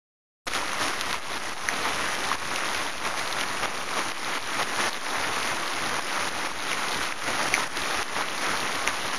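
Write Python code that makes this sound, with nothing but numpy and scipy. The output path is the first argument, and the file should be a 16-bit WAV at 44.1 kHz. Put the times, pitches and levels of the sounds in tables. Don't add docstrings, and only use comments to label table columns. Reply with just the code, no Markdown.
import sys
import numpy as np
from scipy import signal
from scipy.fft import rfft, irfft
from scipy.io import wavfile
from scipy.ndimage import uniform_filter1d

SR = 44100
rng = np.random.default_rng(int(sys.argv[2]) if len(sys.argv) > 2 else 0)


def undo_db(level):
    steps = np.asarray(level, float) / 20
    return 10 ** steps


def unload_audio(sound):
    columns = np.transpose(np.atleast_2d(sound))
    steps = np.round(np.clip(columns, -1, 1) * 32767)
    wavfile.write(sys.argv[1], SR, steps.astype(np.int16))


N = 404838

START_S = .4665
HALF_RATE_HZ = 8000
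TICK_CYCLES = 2.1
# (frequency [Hz], level [dB per Hz])
RAIN_SPECTRUM = [(20, -9.5), (70, -8.5), (110, -9), (170, -9), (280, -2.5), (430, -4), (800, -3),
                 (1200, -1), (1600, -3.5), (2060, -3.5), (3000, -9), (4900, -12.5), (6040, -11),
                 (7000, -15)]
TOP_EDGES_HZ = [11200, 12020, 14550, 15750]
# (time [s], step [dB])
STEP_GROWTH = [(.5, -4.5), (1.3, -3.3), (2.3, -1.3), (3.5, 0), (5, .5), (9.2, 1)]


def evened(x):
    return x / np.sqrt(np.mean(x ** 2) + 1e-20)


def read(points, hz):
    f, value = np.transpose(points)
    return np.interp(np.log(hz + 1), np.log(f + 1), value)


def add(mix, s, sound):
    part = mix[round(s * SR):][:len(sound)]
    part += sound[:len(part)]


def band(x, low_hz, high_hz, points=((1, 0), (2, 0))):
    hz = np.fft.rfftfreq(len(x), 1 / SR)
    inside = (hz > low_hz) * (hz < high_hz)
    return irfft(rfft(x) * undo_db(read(points, hz)) * inside, len(x))


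def tick(hz, length_s, rise=.5, sharp=2):
    t = np.arange(512) / SR
    u = t / (rise * length_s)
    swell = (u * np.exp(1 - u)) ** sharp
    return swell * np.sin(2 * np.pi * (hz * t + rng.random()))


def wash(level_db=-32, patchy_db=1.0, flicker_db=0.53):
    frames = N // 128 + 5
    real, imaginary, patches = rng.standard_normal((frames, 257, 3)).T
    patches = uniform_filter1d(patches, size=8, axis=0)
    patches = evened(uniform_filter1d(patches, size=14, axis=1))
    flicker = evened(uniform_filter1d(rng.standard_normal(frames), size=4))
    z = (real + 1j * imaginary) * undo_db(patchy_db * patches + flicker_db * flicker)
    noise = signal.istft(z, nperseg=512, noverlap=384)[1][:N]
    return undo_db(level_db) * evened(band(noise, 5, HALF_RATE_HZ, RAIN_SPECTRUM))


def patter(level_db=-33, per_s=1300, spread_db=3.6, cycles=1.2, low_hz=750, high_hz=6500):
    rank = np.minimum(rng.exponential(1, N), 3.4)
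    size = undo_db(spread_db * rank) * (rng.random(N) < per_s / SR)
    leaf = rng.integers(0, 24, N)
    out = np.zeros(N)
    for k, hz in enumerate(np.geomspace(low_hz, high_hz, num=24)):
        out += signal.oaconvolve(size * (leaf == k), tick(hz, cycles / hz) * hz ** .8)[:N]
    return undo_db(level_db) * evened(band(out, 9.1, HALF_RATE_HZ, RAIN_SPECTRUM))


def strays(per_s=14, level_db=-24, leaf_hz=3900):
    out = np.zeros(N)
    for when, size, pitch in rng.random((round(per_s * N / SR), 3)):
        hz = leaf_hz * (.85 + .25 * pitch)
        add(out, when * N / SR, undo_db(level_db + 5 * size) * tick(hz, TICK_CYCLES / hz))
    return out


def drops(rattle_db=-18, rattle_s=.01, middle_db=-3, rise=0.81):
    # (time [s], peak [dB], leaf pitch [Hz], length [ms],
    # splash above 5 kHz against the tick [dB])
    close_drops = [(0.4817, -10.5, 3400, 0.19, -10), (0.536, -13, 2080, 0.71, -8),
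                   (0.7318, -16.5, 1180, 1.5, -11), (0.8827, -13, 3270, 0.4, -12),
                   (1.0112, -10, 3370, .34, -5), (1.1289, -11, 3960, 0.53, -12),
                   (1.6876, -3, 1880, 1.15, -9.5), (2.1526, -14, 2710, 0.36, -9),
                   (2.3154, -12, 1110, 2.7, -19), (2.5602, -15, 2720, 1.1, -6.5),
                   (2.7471, -15, 2880, 0.71, -7), (3.3266, -14.5, 3980, 0.77, -13),
                   (3.4118, -7.5, 3100, .36, -9.5), (3.9924, -6, 1380, 0.27, -16),
                   (5.3615, -23, 2630, 1.3, -10), (5.4748, -15, 2930, 0.56, -11),
                   (5.9427, -17, 1680, 0.82, -10), (6.7163, -14, 2700, 0.86, -14),
                   (6.7307, -15, 2170, 1.7, -11.5), (7.5402, 0.5, 2200, 1.54, -8.5),
                   (7.772, -13, 3530, 0.36, -8), (8.029, -15, 2450, 0.48, -8),
                   (8.6043, -15, 3850, 0.47, -13), (8.8757, -1, 2290, 0.67, -8)]
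    # (time [s], peak [dB], leaf pitch [Hz])
    faint_ticks = [(.5134, -22, 3370), (0.939, -22, 3300), (1.701, -19, 1930), (2.2398, -14, 3440),
                   (2.59, -20, 1340), (2.6893, -15, 3580), (3.176, -18, 4000), (3.2759, -14, 4010),
                   (3.4359, -14, 2240), (3.6421, -25, 3370), (4.116, -21, 2410), (4.2466, -15.5, 3840),
                   (4.4265, -18, 3830), (4.535, -19, 3760), (4.9308, -13.5, 3940), (4.9444, -17, 3530),
                   (5.2126, -15, 3750), (5.6004, -19, 3900), (5.7345, -17, 3000), (6.6997, -19, 3250),
                   (6.885, -14, 3780), (6.919, -19, 3810), (6.9733, -17.5, 3700), (7.1234, -13, 2310),
                   (7.6336, -20, 3840), (7.819, -14, 3640), (7.9094, -15, 3820), (9.0672, -20, 3000),
                   (8.2858, -14, 3000), (8.6288, -19, 3150)]
    out, t = np.zeros(N), np.arange(1500) / SR
    for s, peak_db, hz, length_ms, splash_db in close_drops:
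        length_s = length_ms / 1000
        splash = tick(rng.uniform(5600, 6180), length_s, rise, sharp=4.6)
        middle = tick(rng.uniform(3300, 4700), length_s, rise, sharp=8.5)
        bright = splash + undo_db(middle_db) * middle
        hit = tick(hz, length_s, rise, sharp=5.5) + undo_db(splash_db + 1.0) * bright
        landings = rng.random(len(t)) < 400 / SR
        droplets = landings * rng.standard_normal(len(t)) * np.exp(-t / rattle_s)
        add(out, s - 0.33 * length_s, undo_db(peak_db) * hit)
        add(out, s + .003, undo_db(peak_db + rattle_db) * np.convolve(droplets, hit))
    for s, peak_db, hz in faint_ticks:
        add(out, s, undo_db(peak_db - 2.5) * tick(hz, TICK_CYCLES / hz))
    return band(out, 300, HALF_RATE_HZ)


def flurries(rise_s=0.031):
    # (start [s], swell [dB], weight of heavy drops [dB])
    sheddings = [(0.498, 4, -3), (0.526, 4.5, 1), (0.79, 6, 1.5), (0.847, 1, 0), (0.94, 0.5, -2),
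                 (1.831, 2.5, 3), (2.727, 2.5, -1), (3.027, 5.5, 0.5), (3.152, 4.0, -1.3), (3.359, 3, -2.5),
                 (3.619, 5, 3), (3.878, 3, 0.2), (3.947, 5.5, 2), (4.263, 1, 0.7), (4.571, 3, 1),
                 (4.774, 4, 0.5), (4.84, 1.5, 2.0), (5.415, 4, -2.2), (5.481, 2, -0.4), (6.676, 1.5, -1.5),
                 (6.899, 3.0, -0.3), (6.997, 3.2, -2.5), (7.255, 4, -1.3), (7.741, 2.5, -2),
                 (8.147, 5.0, 0), (8.402, 3, -0.2), (8.47, 2.5, -1), (8.847, 2, -0.0), (9.022, 1.5, 3),
                 (9.119, 4, -0.5)]
    t, out = np.arange(0, N, 16) / SR, 0
    for s, swell_db, weight_db in sheddings:
        u = np.maximum(t - s, 0) / rise_s
        out = out + np.outer([swell_db, weight_db], (u * np.exp(1 - u)) ** 2)
    return t, out


def gain(recover_s=0.12):
    # (time [s], level [dB])
    downpour = [(0.47, 2.0), (0.98, -2.5), (1.49, 1.5), (2.01, -0.2), (2.52, 1.7), (3.03, -4), (3.54, -1),
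                (4.06, -1.55), (4.57, 1.5), (5.08, 3.5), (5.59, -2.5), (6.11, 2), (6.62, 1.0), (7.13, -2.5),
                (7.64, 6), (8.16, 0.1), (8.67, -0.14), (9.18, -4)]
    # (time [s], step [dB])
    snaps = [(0.4867, -11.0), (0.589, -0.5), (0.976, -1), (1.167, -5.5), (1.192, -7), (1.381, -6.5),
             (1.496, -4.0), (1.538, -7), (2.151, -3.5), (2.357, -10), (2.905, -3.5), (3.443, -2.5),
             (3.659, -7), (3.838, -4), (4.121, -8), (4.386, -9), (4.634, -7), (4.897, -10.3), (4.98, -7),
             (5.997, -6.5), (6.291, -6.5), (6.474, -5.5), (6.52, -5), (7.129, -8), (7.49, -5.5), (7.61, -4),
             (7.646, -6), (7.679, -9.5), (8.027, -10.5), (8.227, -3)]
    t, (swell_db, weight_db) = flurries()
    level_db = np.interp(t, *np.transpose(downpour)) + swell_db
    for s, step_db in snaps:
        creep = np.exp(-np.maximum(t - s, 0) / recover_s)
        level_db = level_db + step_db * (t > s) * creep
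    every_s = np.arange(N) / SR
    return [undo_db(np.interp(every_s, t, uniform_filter1d(db, size=3))) for db in (level_db, weight_db)]


def scene():
    level, body = gain()
    bed = wash() + patter() + strays()
    heavy = band(bed, 250, 1300, [(250, 1.5), (500, -2), (1000, 1.0), (1500, -3)])
    bed = bed + (body - 1) * heavy
    bed = bed * level / np.sqrt(np.mean(level[SR:] ** 2))
    fade_in = np.clip((np.arange(N) / SR - START_S) / 0.0047, 0, 1)
    return np.tile((bed + drops()) * fade_in, (2, 1))


def slow_converter(x, ceiling=.41):
    # (frequency [Hz], gain [dB])
    guard = [(6900, 0), (7200, -5), (7450, -11), (7700, -12.5), (8000, -12.5)]
    # (frequency [Hz], gain [dB])
    mirror = [(8000, 1), (10000, -4), (10600, -6), (11200, -8.5)]
    x = band(ceiling * np.tanh(x / ceiling), 1, HALF_RATE_HZ, guard)
    mirrored = 2 * x * np.cos(2 * np.pi * 2 * HALF_RATE_HZ * np.arange(N) / SR)
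    return x + band(mirrored, HALF_RATE_HZ, TOP_EDGES_HZ[0], mirror)


def thinned(x, size=2048, spill_db=-11.5):
    # (frequency [Hz], step [dB])
    step_spectrum = [(20, 5), (75, 4), (105, -3), (200, -5), (300, -13), (450, -22), (6500, -21),
                     (7100, -13.5), (8900, -13.5), (9600, -14), (11200, -11)]
    # (from [s], to [s])
    careful_spans = [(.4, .62), (.96, 1.2), (1.66, 1.72), (2.08, 2.28), (2.72, 2.8), (3.24, 3.46),
                     (4.38, 4.46), (4.86, 4.98), (7.52, 7.58), (7.7, 7.82), (8.85, 8.92)]
    n, k = np.arange(2 * size), np.arange(size * 5 // 9)
    window = np.sin(np.pi * (n + .5) / (2 * size))
    basis = window * np.cos(np.pi / size * np.outer(k + .5, n + .5 + size / 2))
    padded = np.pad(x, (size, 2 * size))
    blocks = np.lib.stride_tricks.sliding_window_view(padded, 2 * size)[::size]
    lines = blocks @ basis.T * np.sqrt(2 / size)
    loud = np.sqrt((lines ** 2).sum(1) / 200 + 1e-12)

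    s = np.arange(len(blocks)) * size / SR
    careful = sum((s > start) & (s < end) for start, end in careful_spans)
    block_db = np.interp(s, *np.transpose(STEP_GROWTH)) - 1.2 * careful
    block_db = block_db + .8 * rng.standard_normal(len(s))
    step = np.outer(loud * undo_db(block_db), undo_db(read(step_spectrum, (k + .5) * SR / (2 * size))))
    spill = np.outer(loud * careful, k < 9) * undo_db(spill_db) * rng.standard_normal(lines.shape)
    error = (lines - step * np.round(lines / step) + spill) @ basis * np.sqrt(2 / size)
    out = np.zeros(len(padded))
    for b, block in enumerate(error):
        out[b * size:(b + 2) * size] += block
    return x - out[size:size + N]


def top_noise(x, dust_db=-78):
    fill_db = [-56.5, -63, -74]
    t = np.arange(N) / SR
    treble = evened(np.sqrt(abs(uniform_filter1d(band(x, 3000, 7000) ** 2, size=900))))
    noise = treble * rng.standard_normal(N)
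    for low, high, db in zip(TOP_EDGES_HZ, TOP_EDGES_HZ[1:], fill_db):
        growth_db = 1.3 * (low > 14000) * np.interp(t, *np.transpose(STEP_GROWTH))
        x = x + undo_db(db + growth_db) * evened(band(noise, low, high))
    gaps = np.repeat(rng.random(N // 1024 + 2), 1024)[483:][:N] < .75 - .25 * t
    x = x - uniform_filter1d(1. * gaps, size=300) * band(x, 15150, 16000)
    present = np.repeat(rng.random(N // 2048 + 1) < .72, 2048)[:N] * np.clip(t - 3, 0, 1)
    return x + undo_db(dust_db) * band(evened(band(noise, 7200, 8800)) * present, 7200, 8800)


def low_pass(x):
    return signal.sosfilt(signal.butter(12, 15830, fs=SR, output="sos"), x)


def record(dry):
    x = top_noise(thinned(slow_converter(dry[0])))
    t = np.arange(N) / SR
    offset = -0.018 * np.clip((t - START_S) / 0.016, 0, 1)
    x = (x + offset) * (t > START_S - .009)
    return low_pass(np.tile(x, (2, 1)))


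dry = scene()
out = record(dry)
unload_audio(out)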